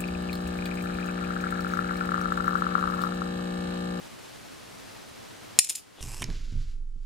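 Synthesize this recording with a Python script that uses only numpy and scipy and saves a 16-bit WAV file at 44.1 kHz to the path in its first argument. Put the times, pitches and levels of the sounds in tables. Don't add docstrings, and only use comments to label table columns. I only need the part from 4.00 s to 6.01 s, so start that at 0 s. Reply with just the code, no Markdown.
import sys
import numpy as np
from scipy import signal
from scipy.fft import rfft, irfft
from scipy.io import wavfile
from scipy.ndimage import uniform_filter1d

SR = 44100
rng = np.random.default_rng(int(sys.argv[2]) if len(sys.argv) > 2 else 0)


def boost(x):
    u = np.asarray(x, float) / 20
    return 10 ** u


def bounce(signal):
    frames = np.transpose(np.atleast_2d(signal))
    limited = np.clip(frames, -1, 1)
    pcm = np.round(limited * 32767).astype(np.int16)
    wavfile.write(sys.argv[1], SR, pcm)


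N = 88596

# (frequency [Hz], density [dB per Hz])
HISS_MID = [(15, -37), (25, -12), (113, -3.5), (290, -5), (332, -6), (1310, -8), (4540, -12.5),
            (10700, -20.5), (15700, -29.5)]
HISS_SIDE = [(15, -49), (25, -32), (116, -3), (283, 0), (634, -5.5), (2130, -17.5), (3660, -20.5),
             (11700, -27), (15700, -33.5)]
HISS_MID_DB, HISS_SIDE_DB = -49, -47.5
HUM_HZ, HUM_DB, HUM_WIDTH_HZ = 120, -68.5, 13

DUCK_DB, DUCK_AT_S, DUCK_FALL_S, RECOVER_DB_PER_S = -12.5, 1.592, 0.0044, 14

CONTACT_TIMES = [1.5889, 1.5900, 1.5931, 1.5944, 1.6439, 1.6471, 1.6496, 1.6720, 1.6900, 1.6936, 1.6953,
                 1.6975, 1.6989, 1.7008, 1.7031, 1.7070, 1.7511, 1.7535, 1.7550, 1.7569, 1.7593, 1.7800]
# (peak [dB], wooden knock re peak [dB], best rung mode [Hz], its lift [dB])
CONTACTS = [(5, -4, 7220, 1), (2, 2.5, 5260, 3.5), (-8, -14, 9360, 10.5), (-12, -26.5, 7220, 4.5),
            (-19.5, -8, 7220, 6), (-16.5, -27, 9360, 14.5), (-31, -6, 5260, 8), (-27, 3, 7220, 3.0),
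            (-20.5, -24, 9080, 3.0), (-24, -16, 10850, 3), (-15.5, -34, 10850, 11), (-13.5, -8, 8820, 17),
            (-17.5, -7.5, 7220, 3.5), (-11.5, -26, 5040, 6), (-21.5, -16.5, 10850, 12),
            (-24.5, -2, 12600, 25.5), (-26, -15.5, 7220, 4), (-19, -9.5, 8820, 12), (-25, -8, 5260, -3),
            (-20, -17, 7220, 6), (-31.5, -17, 12600, 30), (-34.5, 9, 5040, 22)]
# (frequency [Hz], level [dB], t60 [s])
COIN_MODES = [(4330, -8.5, 0.0196), (5070, -10, 0.045), (5290, -0.5, 0.016), (6100, -18.5, .03),
              (6980, -4.5, 0.039), (7230, -2, 0.031), (7100, -22, .03), (8760, 0.5, 0.016),
              (8770, -20, 0.052), (9570, -3.5, 0.048), (9700, -7.5, 0.023), (10780, -12, 0.045),
              (11960, -14.5, .03), (12600, -28.5, 0.11)]
# (frequency [Hz], level [dB], t60 [s])
BOX_MODES = [(2015, -29.5, 0.0072), (2556, -6.5, 0.015), (2855, -5.5, 0.012), (3500, -6, .012)]
# (frequency [Hz], level [dB])
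CRACK_COLOUR = [(500, -57), (1500, -31), (2300, -10.5), (6100, -11), (7200, 3.5), (8100, -10.5),
                (10600, -6), (15700, -31)]
CRACK_DB, CRACK_T60_S = 5.5, 0.0098
RING_DB, RING_SPREAD_DB, DETUNE = -6, 1, 0.006
LIFT_WIDTH = 0.02
RISE_S = 0.0002
# (frequency [Hz], side re mid [dB])
COIN_WIDTH = [(1000, -17.5), (3000, -24), (5000, -11.5), (9000, -11.5), (14000, -8)]
# (time [s], modes of (frequency [Hz], level [dB], t60 [s]))
BASE_THUDS = [
    (1.589, [(89, -48, .05), (225, -40, 0.018), (700, -33, .02), (798, -27.5, .02), (1277, -38, 0.014), (1750, -18, 0.0088)]),
    (1.7072, [(490, -61, 0.024), (970, -41, 0.01)]),
]
# (time [s], level [dB])
ROCKING = [
    (1.595, -52),
    (1.64, -50.5),
    (1.685, -41.5),
    (1.705, -29),
    (1.745, -44.5),
    (1.765, -37),
    (1.795, -42),
    (1.83, -65),
]
# (frequency [Hz], level [dB])
ROCKING_COLOUR = [(1500, -6), (3000, 4), (8000, -1), (12000, 3.5), (15000, 11)]
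ROCKS_PER_S, ROCK_SPREAD_DB = 2500, 2.0

# (frequency [Hz], t60 [s])
ROOM_DECAY = [(1000, 0.076), (3000, 0.32), (8000, .25), (14000, 0.2)]
ROOM_DB = -18

# (time [s], level [dB])
RUSTLE = [
    (1.955, -71),
    (1.98, -58),
    (2.009, -47),
]
# (frequency [Hz], level [dB])
RUSTLE_COLOUR = [(59, -32), (100, -12), (2280, -14), (2570, -9), (3470, -0.5), (4150, -15.5),
                 (12000, -24.5), (15600, -54), (22000, -120)]
# (time [s], level [dB], frequency [Hz], t60 [s])
HAND_TICKS = [
    (1.9805, -43, 1200, 0.0047),
    (1.986, -40.5, 698, 0.0099),
    (1.992, -44.5, 300, 0.011),
    (2.002, -38.5, 3500, 0.023),
    (2.006, -42.5, 510, 0.023),
]

CEILING, EDGE_HZ = 0.94, 16000


def evened(x):
    return x / np.sqrt(np.mean(x ** 2) + 1e-20)


def read(points, hz):
    f, value = np.transpose(points)
    return np.interp(np.log(hz + 1), np.log(f + 1), value)


def swell(curve):
    s, db = np.transpose(curve)
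    return boost(np.interp(np.arange(N) / SR, s, db, -140, -140))


def coloured(x, points):
    size = x.shape[-1]
    gain = boost(read(points, np.fft.rfftfreq(size, 1 / SR)))
    return irfft(rfft(x) * gain, size)


def add(mix, s, sound):
    part = mix[..., round(s * SR):][..., :sound.shape[-1]]
    part += sound[..., :part.shape[-1]]


def ring(modes, extra_db, phase):
    hz, db, t60 = np.transpose(modes)[..., None]
    t = np.arange(6000) / SR
    decay = boost(db + extra_db[:, None] - 60 * t / t60)
    return (decay * np.sin(2 * np.pi * hz * t + phase[:, None])).sum(0)


def plain_ring(modes):
    zeros = np.zeros(len(modes))
    return ring(modes, zeros, zeros)


def hiss():
    mid_noise, side_noise, hum_noise, drift = rng.standard_normal((4, N))
    off_hum = (np.fft.rfftfreq(N, 1 / SR) - HUM_HZ) / HUM_WIDTH_HZ
    hum = irfft(rfft(hum_noise) / (1 + off_hum ** 2), N)
    drift = uniform_filter1d(uniform_filter1d(drift, 900), 900)
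    waver = boost(0.55 * evened(drift))
    mid = boost(HISS_MID_DB) * evened(coloured(mid_noise, HISS_MID)) + boost(HUM_DB) * evened(hum)
    side = boost(HISS_SIDE_DB) * evened(coloured(side_noise, HISS_SIDE))
    return waver * np.array([mid, side])


def gain_control():
    t = np.arange(N) / SR - DUCK_AT_S
    fall_db = DUCK_DB * np.clip(t / DUCK_FALL_S, 0, 1)
    recovery_db = RECOVER_DB_PER_S * np.maximum(t, 0)
    return boost(np.minimum(fall_db + recovery_db, 0))


def contact(peak_db, wood_db, best_hz, lift_db):
    t, hz = np.arange(6000) / SR, np.transpose(COIN_MODES)[0]
    draw = rng.standard_normal((3, len(hz)))
    noise = rng.standard_normal((2, 6000))
    crack = evened(coloured(noise, CRACK_COLOUR)) * boost(CRACK_DB - 60 * t / CRACK_T60_S)
    lift = lift_db * np.exp(-(np.log(hz / best_hz) / LIFT_WIDTH) ** 2)
    ring_db = RING_DB + RING_SPREAD_DB * draw[0] + lift
    modes = np.array(COIN_MODES)
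    modes[:, 0] *= 1 + DETUNE * rng.standard_normal(len(hz))
    box_draw = draw[2, :len(BOX_MODES)]
    knock = ring(BOX_MODES, wood_db + 2.0 * box_draw, 0 * box_draw)
    mid = crack[0] + ring(modes, ring_db, draw[1]) + knock
    side = coloured(crack[1] + ring(modes, ring_db, 3 * draw[2]), COIN_WIDTH)
    both = np.array([mid, side]) * np.minimum(t / RISE_S, 1)
    return boost(peak_db) * both / abs(both[0]).max()


def bounces():
    out = np.zeros((2, N))
    for s, strength in zip(CONTACT_TIMES, CONTACTS):
        add(out, s, contact(*strength))
    for s, modes in BASE_THUDS:
        add(out[0], s, plain_ring(modes))
    return out


def rocking():
    strength = boost(ROCK_SPREAD_DB * rng.exponential(1, N))
    ticks = strength * (rng.random(N) < ROCKS_PER_S / SR) * swell(ROCKING)
    kind = rng.integers(0, len(COIN_MODES), N)
    out = np.zeros((2, N))
    for k, mode in enumerate(COIN_MODES):
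        tick = contact(0, -5.5, mode[0], 3.0)
        out += signal.oaconvolve((ticks * (kind == k))[None], tick, axes=1)[:, :N]
    return coloured(out, ROCKING_COLOUR) * boost(-9)


def room(x):
    taps = np.zeros((2, SR // 2))
    at = np.arange(160, SR // 2 - 20, 20)
    at = at + rng.integers(0, 20, (2, len(at)))
    np.put_along_axis(taps, at, rng.choice([-1., 1.], at.shape), 1)
    hz, t, z = signal.stft(taps, SR, nperseg=128)
    decay = boost(-60 * t / read(ROOM_DECAY, hz)[:, None])
    tail = signal.istft(z * decay, SR, nperseg=128)[1]
    wet = signal.fftconvolve(x[None], tail / np.linalg.norm(tail[0]), axes=1)[:, :N]
    return boost(ROOM_DB) * np.array([wet[0], boost(15.5) * coloured(wet[1], COIN_WIDTH)])


def hand():
    grain = rng.standard_normal(N) * boost(3.66 * rng.exponential(1, N))
    out = swell(RUSTLE) * evened(coloured(grain, RUSTLE_COLOUR))
    for s, db, hz, t60 in HAND_TICKS:
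        add(out, s, plain_ring([(hz, db, t60)]))
    return np.array([out, 0.2 * out])


def scene():
    coin = bounces() + rocking()
    mid, side = coin + room(coin[0]) + hiss() * gain_control() + hand()
    return np.array([(mid + side) * boost(0.24), (mid - side) * boost(-0.22)])


def roll_off(x):
    return signal.sosfilt(signal.butter(12, 15820, fs=SR, output="sos"), x)


def record(dry):
    clipped = np.clip(dry, -CEILING, CEILING)
    band_limit = signal.firwin(63, EDGE_HZ, fs=SR)
    finished = signal.oaconvolve(clipped, band_limit[None], "same", axes=1)
    return roll_off(finished)


dry = scene()
out = record(dry)
bounce(out)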